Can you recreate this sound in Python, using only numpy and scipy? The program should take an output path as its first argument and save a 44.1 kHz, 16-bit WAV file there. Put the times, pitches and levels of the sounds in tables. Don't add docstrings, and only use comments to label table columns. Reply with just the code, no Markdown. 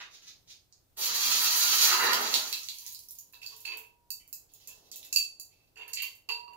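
import sys
import numpy as np
from scipy import signal
from scipy.io import wavfile
from scipy.ndimage import uniform_filter1d

SR = 44100
rng = np.random.default_rng(int(sys.argv[2]) if len(sys.argv) > 2 else 0)


def gain_from_decibels(decibels):
    exponent = np.asarray(decibels, float) / 20
    return 10 ** exponent


def file_out(sig):
    cols = np.atleast_2d(sig).T
    lim = np.clip(cols, -1, 1)
    pcm = np.round(lim * 32767).astype(np.int16)
    wavfile.write(sys.argv[1], SR, pcm)


N = 289296

# f/Hz, width/Hz, level/dB
PAN = [(372, 53, -9), (1079, 34, 2), (1303, 39, 4), (1422, 40, 1), (1835, 38, -3.5), (2310, 40, -14),
       (2740, 49, -3.5), (3995, 48, -3.5), (4300, 200, 1), (4670, 40, -9.5)]


def quench():
    # t/s, vigour/dB, bubble size/0-1
    boiling = [
        (0.972, -40.5, 0),
        (1.003, -32.5, 0),
        (1.41, -28, 0.04),
        (1.75, -26.5, 0.05),
        (1.87, -22, 0),
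        (1.93, -27.5, 0.52),
        (2.08, -32, 0.81),
        (2.24, -33, 0.34),
        (2.33, -34.5, 0.23),
    ]
    # t/s, vigour/dB, bubble size/0-1
    simmer = [
        (2.33, -28, .2),
        (2.39, -35.5, .15),
        (2.52, -45.5, .1),
        (2.65, -53, -.2),
        (2.85, -59.5, -.8),
        (3.05, -81, -1.2),
        (3.3, -80, -1.2),
    ]
    # f/Hz, level/dB per Hz
    hiss_spectrum = [(900, -37.5), (1500, -26), (2300, -13), (2800, -9), (3300, -5.5), (3700, -9.5),
                     (4050, -1.5), (4650, -1), (5100, -6.5), (6700, -2.5), (7600, -7.5), (9500, -43)]
    boil_spectrum = [(470, -43), (800, -8.5), (1210, 0.5), (1300, -3.5), (1830, -1.5), (2570, -14),
                     (2800, -5.5), (3640, -30), (6160, -120)]
    slosh_spectrum = [(76, -55), (150, -26.5), (220, -9), (280, -14), (330, -15.5), (420, -7.5), (706, -8),
                      (900, -2), (1170, -11.5), (1980, -120)]
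    fizz_spectrum = [(7000, -26), (8000, 5), (10800, 1), (13000, 2), (16000, 3), (18000, -6.5)]

    after_boil = np.arange(N) / SR > boiling[-1][0]
    hiss, shake, boil, slosh, fizz = bubble_gains(boiling) + bubble_gains(simmer) * after_boil
    small = evened(colour(grains(per_s=12000, spread_db=-0.6, clump_db=2.5), hiss_spectrum))
    large = grains(per_s=4000, spread_db=2.0, clump_db=2.14)
    base = drive(large, [(hz, db, 2.2 / max(width, 45)) for hz, width, db in PAN if hz < 2500])
    wall = evened(drive(small, [(hz, db, 2.1 / width) for hz, width, db in PAN if hz > 2500]))
    fine = evened(colour(grains(per_s=7700, spread_db=-3.5, clump_db=-2.96), fizz_spectrum))
    low = boil * (evened(colour(large, boil_spectrum)) + 0.44 * base)
    low += slosh * evened(colour(large[::-1], slosh_spectrum))
    return hiss * small + shake * wall + low + fizz * fine


def bubble_gains(rows):
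    t = np.arange(N) / SR
    s, vigour_db, size = np.transpose(rows)
    plunge_db_per_s, slosh_lag_s, splash_s = 3014, 0.096, 0.087
    db = np.interp(t, s, vigour_db, right=-150) - plunge_db_per_s * np.maximum(s[0] - t, 0)
    now = np.interp(t, s, size)
    keep = np.exp(-1 / (slosh_lag_s * SR))
    lazy = signal.lfilter([1 - keep], [1, -keep], now)
    splash_db = 11.5 * np.exp(-abs(t - s[0]) / splash_s)
    layers_db = [-5.5 * now,
                 -14 + 13.5 * now,
                 -17 + 24.5 * now,
                 -27 + 28.5 * lazy + splash_db,
                 -4.5 - 8.5 * now]
    return gain_from_decibels(np.maximum(db, -150) + layers_db)


def steam_pops():
    # t/s, peak/dB, low part/dB, high part/dB
    pops = [(0.5035, -43, -2.5, -40), (0.7253, -54.5, -18, -45), (2.1328, -21.5, 0, -12.5),
            (2.3408, -20.5, 4, -18), (2.5269, -29.5, 3.5, -10.5), (2.5345, -51, -8, -18),
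            (2.5439, -49, -2, -20), (2.6334, -37, -25, -16), (2.6865, -33.5, 4, -19),
            (2.7858, -41, -8, -12), (2.808, -57, -20, 0), (2.8646, -40, -9, -7.5), (2.878, -50, -22, 2),
            (2.9245, -52, -24, 4.5), (2.703, -52, -10, -11), (2.716, -51, -10, -12), (2.742, -51, -10, -13),
            (2.9472, -40.5, -16, -11), (2.9913, -48.5, -21.5, -2.5), (3.0367, -55, -24, -3),
            (3.0861, -52, -22.5, 0), (3.108, -52.5, -28, 7), (3.153, -52, -27, -8),
            (3.1874, -47, -12, -1.5)]
    return snaps(pops, decay_ms=0.95, low_hz=2750, body_hz=4020, high_hz=9600)


def bubble_bursts():
    # t/s, peak/dB, f/Hz
    bursts = [(2.0695, -22, 4350), (2.132, -23, 4530), (2.34, -14.5, 4290), (2.528, -23, 4360),
              (2.533, -28, 4150), (2.5418, -45, 4100), (2.6862, -28.5, 4300), (2.7849, -38, 6400),
              (2.8635, -31, 6620), (2.9234, -44.5, 7000), (2.9474, -40, 4630), (3.0858, -48, 6120),
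              (3.107, -50, 7050), (3.1854, -38.5, 6870)]
    return gain_from_decibels(5) * pings(bursts, ms=0.42)


def tongs():
    # f/Hz, level/dB, t60/s
    low_before = [(2590, -8, .12), (2640, 0, .19), (2665, -9, .4), (2725, -7, .13)]
    low_after = [(2650, -10, .1), (2715, -1, .14), (2750, 0, .12), (2860, -12, .05)]
    mid_modes = [(4510, -5, .11), (4581, 0, .13), (4560, -14, .3), (4645, -5, .09)]
    top_modes = [(4100, -17.5, 0.017), (5860, -15.5, 0.013), (6320, -8.5, 0.018), (6980, 0.5, 0.016),
                 (7130, -5, .015), (7640, -8.5, 0.043), (10760, -15, 0.012), (12540, -9, 0.018)]
    # t/s, length/s, grit/dB, first mode drive/dB, second mode drive/dB
    drags = [(2.345, 0.024, -30, -52, -60), (2.529, 0.015, -47, -30, -60), (2.56, 0.041, -49, -52, -65),
             (3.335, 0.02, -57, -54.5, -58), (3.42, 0.026, -51.5, -43.5, -54),
             (3.464, 0.0068, -66, -68, -49), (3.48, 0.25, -56, -56, -64),
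             (3.653, 0.0093, -42, -30.5, -25.5), (3.675, 0.04, -76, -36.5, -46),
             (3.72, 0.054, -71.5, -37.5, -52), (3.78, 0.061, -66, -49.5, -75),
             (4.49, 0.043, -67, -69.5, -72), (4.542, 0.047, -62, -80, -79), (4.6, 0.29, -61, -65, -83),
             (4.677, 0.062, -64, -53, -84), (4.918, 0.081, -54.5, -60, -63), (5.03, 0.054, -55.5, -56, -69),
             (5.162, 0.022, -37.5, -40.5, -32), (5.51, 0.17, -74, -65, -68), (5.765, 0.038, -67, -44, -58),
             (5.81, 0.044, -69, -36, -57), (5.88, 0.051, -62, -53.5, -58), (5.934, 0.1, -63, -42, -44),
             (5.972, 0.067, -72, -36, -34.5), (6.0, 0.032, -68, -30.5, -37), (6.03, 0.021, -42, -31, -45),
             (6.06, 0.048, -60, -70, -68), (6.296, 0.014, -63, -31, -30), (6.322, 0.014, -65, -39, -35),
             (6.335, 0.057, -72, -58, -44), (6.475, 0.091, -79, -68, -80)]
    # t/s, length/s, level/dB
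    presses = [(2.529, 0.012, -57), (3.335, 0.03, -66), (3.42, 0.22, -70), (3.65, 0.13, -57),
               (4.68, 0.12, -71.5), (5.11, 0.031, -79.5), (5.765, 0.03, -60), (5.798, 0.017, -55),
               (5.86, 0.047, -62.5), (5.975, 0.035, -72), (6.028, 0.054, -62.5), (6.295, 0.037, -54),
               (6.5, 0.054, -69.5)]
    # t/s, length/s, level/dB
    grinds = [
        (5.97, .03, -40),
        (5.995, 0.029, -43),
        (6.03, 0.021, -68),
        (4.2, .04, -63),
        (6.295, 0.023, -54),
    ]
    # f/Hz, level/dB, t60/s
    hollow = [(440, 5, 0.36), (1058, 17, 0.038), (1700, 6, 0.02), (2260, 9, 0.015)]
    rim = [(2156, -2, 0.021), (2310, -2, .02), (3020, 0, 0.036)]

    s, db, _, high_db, low_mode_db, mid_mode_db = columns = touches()
    noise = snaps(columns.T, decay_ms=0.89, low_hz=1430, body_hz=4630, high_hz=9070)
    noise += strike(s, db + 0.063 * high_db + 9.5, ring(top_modes))
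    slips = grains(per_s=5400, spread_db=1.3, clump_db=-2.5)
    grit, low_arm, mid_arm = strokes(drags)
    knock = strokes(presses)[0]
    noise += grit * (evened(band(slips, 2970, 6900)) + 0.5 * evened(band(slips, 9900, 24000)))
    noise += knock * (drive(slips, hollow) + 1.26 * evened(band(slips, 346, 3400)))
    noise += strokes(grinds)[0] * drive(slips[::-1], rim)

    rings = strike(s, mid_mode_db + 5.5, ring(mid_modes))
    rings += 0.5 * drive(mid_arm * slips, mid_modes)
    rings += 0.3 * mid_arm * evened(band(slips, 3900, 5000))
    rings += 0.33 * low_arm * evened(band(slips, 2080, 3110))
    shift_s = 5.7
    late = np.arange(N) / SR > shift_s
    for modes, ticks, drag in ((low_before, s < shift_s, ~late), (low_after, s > shift_s, late)):
        rings += strike(s[ticks], low_mode_db[ticks] - 3.5, ring(modes))
        rings += 0.5 * drive(drag * low_arm * slips, modes)
    return noise, rings


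def touches():
    # t/s, peak/dB, high part/dB, first mode/dB, second mode/dB
    clinks = [(3.3354, -57, -3, -47.5, -60), (3.3521, -62, 4, -52, -57), (3.4169, -54, -7, -40.5, -70),
              (3.431, -48, -19, -44.5, -46), (3.462, -41.5, -3.5, -52, -40), (3.652, -42, -8, -31, -49),
              (4.104, -35.5, 1, -45, -38), (4.3277, -37.5, -0.5, -53, -61), (4.6737, -39, -6, -67, -60),
              (4.9157, -40.5, -7, -65, -51.5), (4.959, -40.5, -0.5, -52, -68),
              (5.0481, -47.5, -0.5, -53, -70), (5.1274, -23.5, -16, -33, -37),
              (5.1603, -20.5, -9, -23.5, -19.5), (5.1712, -45, -14, -35, -29), (5.184, -43, -13, -29, -32),
              (5.3976, -39, -2, -53.5, -47), (5.758, -61, -17.5, -49, -65), (5.773, -54, -11, -42, -58),
              (5.799, -62, -10, -39, -62), (5.8199, -59, -18, -38.5, -61), (5.934, -29, -11, -57, -37.5),
              (6.0215, -37.5, 5, -38, -41), (6.036, -56, -7, -34.5, -64), (6.051, -63, -7, -32, -64),
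              (6.289, -40, -11.5, -29.5, -38), (6.2936, -54, 3, -24.5, -54), (6.303, -61, 0, -27.5, -63),
              (6.313, -63, -2, -39, -43), (6.3208, -57, 5, -37, -36), (6.3943, -66, -8, -52.5, -50),
              (6.4788, -72, -16, -46.5, -56), (6.533, -65.5, 1, -45.5, -66)]
    # t/s, peak/dB
    tip_ticks = [
        (3.326, -54.5),
        (3.5643, -48),
        (3.6038, -46.5),
        (3.7718, -41),
        (4.2764, -53.5),
        (4.519, -63.5),
        (4.537, -50),
        (5.0265, -62.5),
        (5.8794, -47.5),
        (6.1517, -53.5),
    ]
    # t/s, peak/dB
    bumps = [
        (3.3344, -50.5),
        (3.6497, -42),
        (5.05, -47),
        (5.7664, -44),
        (5.8004, -51),
        (5.8193, -45),
        (5.8796, -35.5),
        (6.288, -47),
        (6.2938, -38),
    ]
    low_db, tip_body_db, tip_ring_db, off = -24.5, -6, -18, -120
    rows = [(s, db, low_db, *rest) for s, db, *rest in clinks]
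    rows += [(s, db + tip_body_db, low_db, -tip_body_db, db + tip_ring_db, off) for s, db in tip_ticks]
    rows += [(s + 1 / SR, off, db - off, 0, off, off) for s, db in bumps]
    return np.transpose(rows)


def grit_skips():
    # t/s, peak/dB, f/Hz
    skips = [(3.343, -41, 4020), (3.463, -28, 4620), (3.65, -40, 4600), (3.6654, -38, 4520),
             (3.6887, -46, 4560), (4.5365, -45.5, 6940), (4.6728, -51, 6940), (4.692, -48, 7240),
             (4.9142, -38, 6330), (4.9424, -40.5, 3800), (4.9592, -37, 7010), (4.9705, -42, 6860),
             (5.0287, -38, 3700), (5.0495, -55, 4600), (5.1264, -23, 6830), (5.9315, -24.5, 7400)]
    return gain_from_decibels(2) * pings(skips, ms=0.5)


def dish():
    # t/s, long mode/dB, short modes/dB, t60 of long mode/s
    blows = [
        (2.72, -70, -87, 0.79),
        (2.82, -65.5, -77, 1.6),
        (3.338, -64, -80, 1.8),
        (3.522, -62.5, -66, 0.85),
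        (3.661, -78, -77, 0.86),
        (3.76, -57, -73.5, 1.07),
        (5.779, -60, -81, 1),
        (6.03, -91, -62, .4),
        (6.291, -45.5, -48.5, 15),
        (6.477, -86, -60, .5),
    ]
    # f/Hz, level/dB, t60/s
    short_modes = [(1006, 6.5, 0.15), (1109, 12, 0.098), (892, -1, 0.29), (2110, -27, 0.073),
                   (4120, 0, .06)]
    s, _, short_db, _ = np.transpose(blows)
    hum = sum(strike(np.array([t]), db, ring([(955, 0, t60)])) for t, db, _, t60 in blows)
    return hum + strike(s, short_db, ring(short_modes))


def shuffle():
    # t/s, length/s, effort/dB, weight/dB
    shuffles = [
        (0.008, 0.016, -54, 11),
        (0.11, 0.034, -54, -19),
        (0.138, 0.04, -54.5, -17),
        (0.223, .04, -54.5, -14),
        (0.277, 0.023, -47.5, -23),
        (0.478, 0.032, -54.5, -41),
        (0.502, 0.019, -48.5, -39),
        (0.72, 0.042, -80, -4),
    ]
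    # f/Hz, level/dB per Hz
    grit_spectrum = [(1180, -29), (2000, -18.5), (2610, -14.5), (3890, -4), (5670, -7), (6280, -4.5),
                     (8500, -23.5), (11000, -37), (18700, -120)]
    rows = [(s, length, db, db + weight) for s, length, db, weight in shuffles]
    body, low = strokes(rows, rise_db_per_s=1502)
    edge = gain_from_decibels(-15.5) * body
    grit = grains(per_s=9000, spread_db=2.5, clump_db=1)
    out = body * evened(colour(grit, grit_spectrum))
    out += low * evened(band(grit, 980, 4040))
    return out + edge * evened(band(grit, 7800, 25000))


def room(x):
    # f/Hz, t60/s
    decay = [(300, 0.47), (1300, 0.38), (3500, 0.34), (9000, 0.32), (16000, 0.24)]
    out = np.zeros((2, N))
    phase = 2 * np.pi * np.arange(N) / SR * 2.3
    for k in range(3):
        taps = np.zeros((2, SR // 2))
        slots = np.arange(50, SR // 2 - 10, 10)
        at = slots + rng.integers(0, 10, (2, len(slots)))
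        np.put_along_axis(taps, at, rng.choice([-1., 1.], at.shape), 1)
        hz, t, z = signal.stft(taps, SR, nperseg=128)
        near = 1 + 0.51 * np.exp(-t / 0.055)
        gap = 1 - 0.72 * np.exp(-(t / 0.0043) ** 2)
        fall = gain_from_decibels(-60 * t / read(decay, hz)[:, None])
        tail = signal.istft(z * (near * gap * fall), SR, nperseg=128)[1]
        share = np.sqrt(2 / 3) * np.cos(phase + k * np.pi / 3)
        out += signal.oaconvolve((share * x)[None], tail / np.linalg.norm(tail[0]), axes=1)[:, :N]
    return out


def floor():
    # f/Hz, level/dB per Hz
    spectrum = [(12, -28), (20, -4.5), (60, -7), (110, -4), (145, -12), (189, -11.5), (218, -22),
                (265, -15), (583, -20.5), (1180, -26.5), (2000, -30.5), (4500, -27.5), (9410, -31),
                (15200, -24.5), (16500, -57)]
    # f/Hz, left-right likeness
    likeness = [(30, 0.93), (80, 0.7), (150, 0.53), (300, 0.59), (1000, 0.05), (15000, 0.18)]
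    # t at nearest/s, level/dB, half width/s
    passes = [
        (0.0, -67, 0.16),
        (2.45, -71.5, 0.076),
        (3.702, -74, 0.09),
        (4.98, -66, .3),
        (6.6, -67, 0.16),
    ]
    frames, hz = N // 256 + 5, np.fft.rfftfreq(1024, 1 / SR)
    a, b, c, d = rng.standard_normal((frames, 513, 4)).T
    same = np.clip(read(likeness, hz), -1, 1)[:, None]
    left = a + 1j * b
    right = same * left + np.sqrt(1 - same ** 2) * (c + 1j * d)
    noise = signal.istft(np.array([left, right]), nperseg=1024, noverlap=768)[1][:, :N]
    t = np.arange(N) / SR
    near = gain_from_decibels(-82) + sum(gain_from_decibels(db) / (1 + ((t - s) / half) ** 2) for s, db, half in passes)
    traffic = near * evened(band(noise[:, ::-1], 230, 890))
    swell = evened(uniform_filter1d(uniform_filter1d(rng.standard_normal(N), 9000), 9000))
    return gain_from_decibels(-71.5 + swell) * evened(colour(noise, spectrum)) + gain_from_decibels(-4.5) * traffic


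def evened(x):
    return x / np.sqrt(np.mean(x ** 2) + 1e-20)


def read(points, hz):
    f, value = np.transpose(points)
    return np.interp(np.log(hz + 1), np.log(f + 1), value)


def colour(x, points):
    gain_db = np.maximum(read(points, abs(np.fft.fftfreq(4096, 1 / SR))), -100)
    log_gain = gain_db * np.log(10) / 20
    taps = np.fft.ifft(np.exp(np.conj(signal.hilbert(log_gain)))).real[:2048]
    return signal.oaconvolve(x, taps.reshape((1,) * (x.ndim - 1) + (-1,)), axes=-1)[..., :N]


def band(x, lo_hz, hi_hz):
    sos = signal.butter(3, [lo_hz, min(hi_hz, 0.45 * SR)], "band", fs=SR, output="sos")
    return signal.sosfilt(sos, x)


def grains(per_s, spread_db, clump_db):
    size = gain_from_decibels(spread_db * np.minimum(rng.exponential(1, N), 5)) * rng.standard_normal(N)
    clumps = evened(uniform_filter1d(uniform_filter1d(rng.standard_normal(N), 700), 700))
    return evened(size * (rng.random(N) < per_s / SR) * gain_from_decibels(clump_db * clumps))


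def ring(modes):
    t = np.arange(0, max(t60 for _, _, t60 in modes), 1 / SR)
    tones = sum(gain_from_decibels(db - 60 * t / t60) * np.sin(2 * np.pi * hz * t) for hz, db, t60 in modes)
    return np.minimum(t / 0.002, 1) * tones


def strike(times, dbs, response):
    blows = np.zeros(N)
    blows[np.minimum(np.round(times * SR).astype(int), N - 1)] = gain_from_decibels(dbs)
    return signal.oaconvolve(blows, response)[:N]


def drive(x, modes):
    response = ring(modes)
    return signal.oaconvolve(x, response / np.linalg.norm(response))[:N]


def snaps(rows, decay_ms, low_hz, body_hz, high_hz):
    s, db, low_db, high_db = np.transpose(rows)[:4]
    out = np.zeros(N)
    t_ms = np.arange(900) / SR * 1000
    noise = rng.choice([-1., 1.], N)
    for level_db, lo_hz, hi_hz, ms in ((db + low_db, low_hz, 1.62 * low_hz, decay_ms),
                                       (db, body_hz, 7800, decay_ms),
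                                       (db + high_db - 0.5, high_hz, 18000, 2.2 * decay_ms)):
        burst = 0.46 * np.exp(-t_ms / ms) + 0.044 * np.exp(-t_ms / 6)
        out += band(noise * strike(s, level_db, burst), lo_hz, hi_hz)
    return gain_from_decibels(17.5) * out


def strokes(rows, rise_db_per_s=4000):
    sag_db, fall_db_per_s = -8.5, 508
    out = np.zeros((len(rows[0]) - 2, N))
    for start, length, *dbs in rows:
        first = max(round((start - 0.1) * SR), 0)
        t = np.arange(first, min(round((start + length + 0.3) * SR), N)) / SR - start
        shape_db = (rise_db_per_s * np.minimum(t, 0) + sag_db * np.clip(t / length, 0, 1)
                    - fall_db_per_s * np.maximum(t - length, 0))
        out[:, first:first + len(t)] += gain_from_decibels(np.array(dbs)[:, None] + shape_db)
    return out


def pings(rows, ms):
    out = np.zeros(N + SR)
    u = np.arange(400) / SR * 1000 / ms
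    lag_s = 0.0006
    for s, db, hz in rows:
        ping = gain_from_decibels(db) * u * np.exp(1 - u) * np.sin(2 * np.pi * hz * u * ms / 1000)
        out[round((s + lag_s) * SR):][:len(u)] += ping
    return out[:N]


def scene():
    # f/Hz, level/dB
    treble_dip = [(6500, -4), (7700, -9), (8100, -11.5), (8700, -10), (9300, -6.5), (10500, -3), (13000, 0)]
    left_shading = [(100, 0), (300, -1), (600, 0), (1100, -4), (3000, -3), (12000, -4)]
    steady = quench() + shuffle()
    noise, rings = tongs()
    pops = steam_pops()
    rings = rings + dish()
    bursts, skips = bubble_bursts(), grit_skips()
    steady += gain_from_decibels(-19) * drive(bursts, [(hz, db, 0.73 / width) for hz, width, db in PAN[-4:]])

    water = gain_from_decibels(-4.5) * steady
    clicks = gain_from_decibels(4.5) * pops + bursts + skips
    steel = gain_from_decibels(-1.5) * noise + rings
    wet = room(gain_from_decibels(2.0) * steady + gain_from_decibels(6.5) * pops + gain_from_decibels(1.5) * noise + 0.5 * rings
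               + gain_from_decibels(2) * bursts + gain_from_decibels(-0.5) * skips)
    bass = signal.butter(2, 450, fs=SR, output="sos")
    wet[0] += 0.71 * signal.sosfiltfilt(bass, wet[1] - wet[0])

    far = np.roll(water + gain_from_decibels(-7) * steel + gain_from_decibels(-8) * clicks, 4)
    near = water + steel + clicks
    left, right = colour(np.array([far, near]) + wet, treble_dip)
    return np.array([colour(left, left_shading), right]) * gain_from_decibels(4.5) + floor()


def low_pass(x):
    return signal.sosfilt(signal.butter(12, 16990, fs=SR, output="sos"), x)


def record(dry):
    # f/Hz, level/dB
    edge = [(15700, 0), (16100, -34), (16900, -40), (17200, -90)]
    mix = colour(dry, edge)
    return low_pass(mix)


dry = scene()
out = record(dry)
file_out(out)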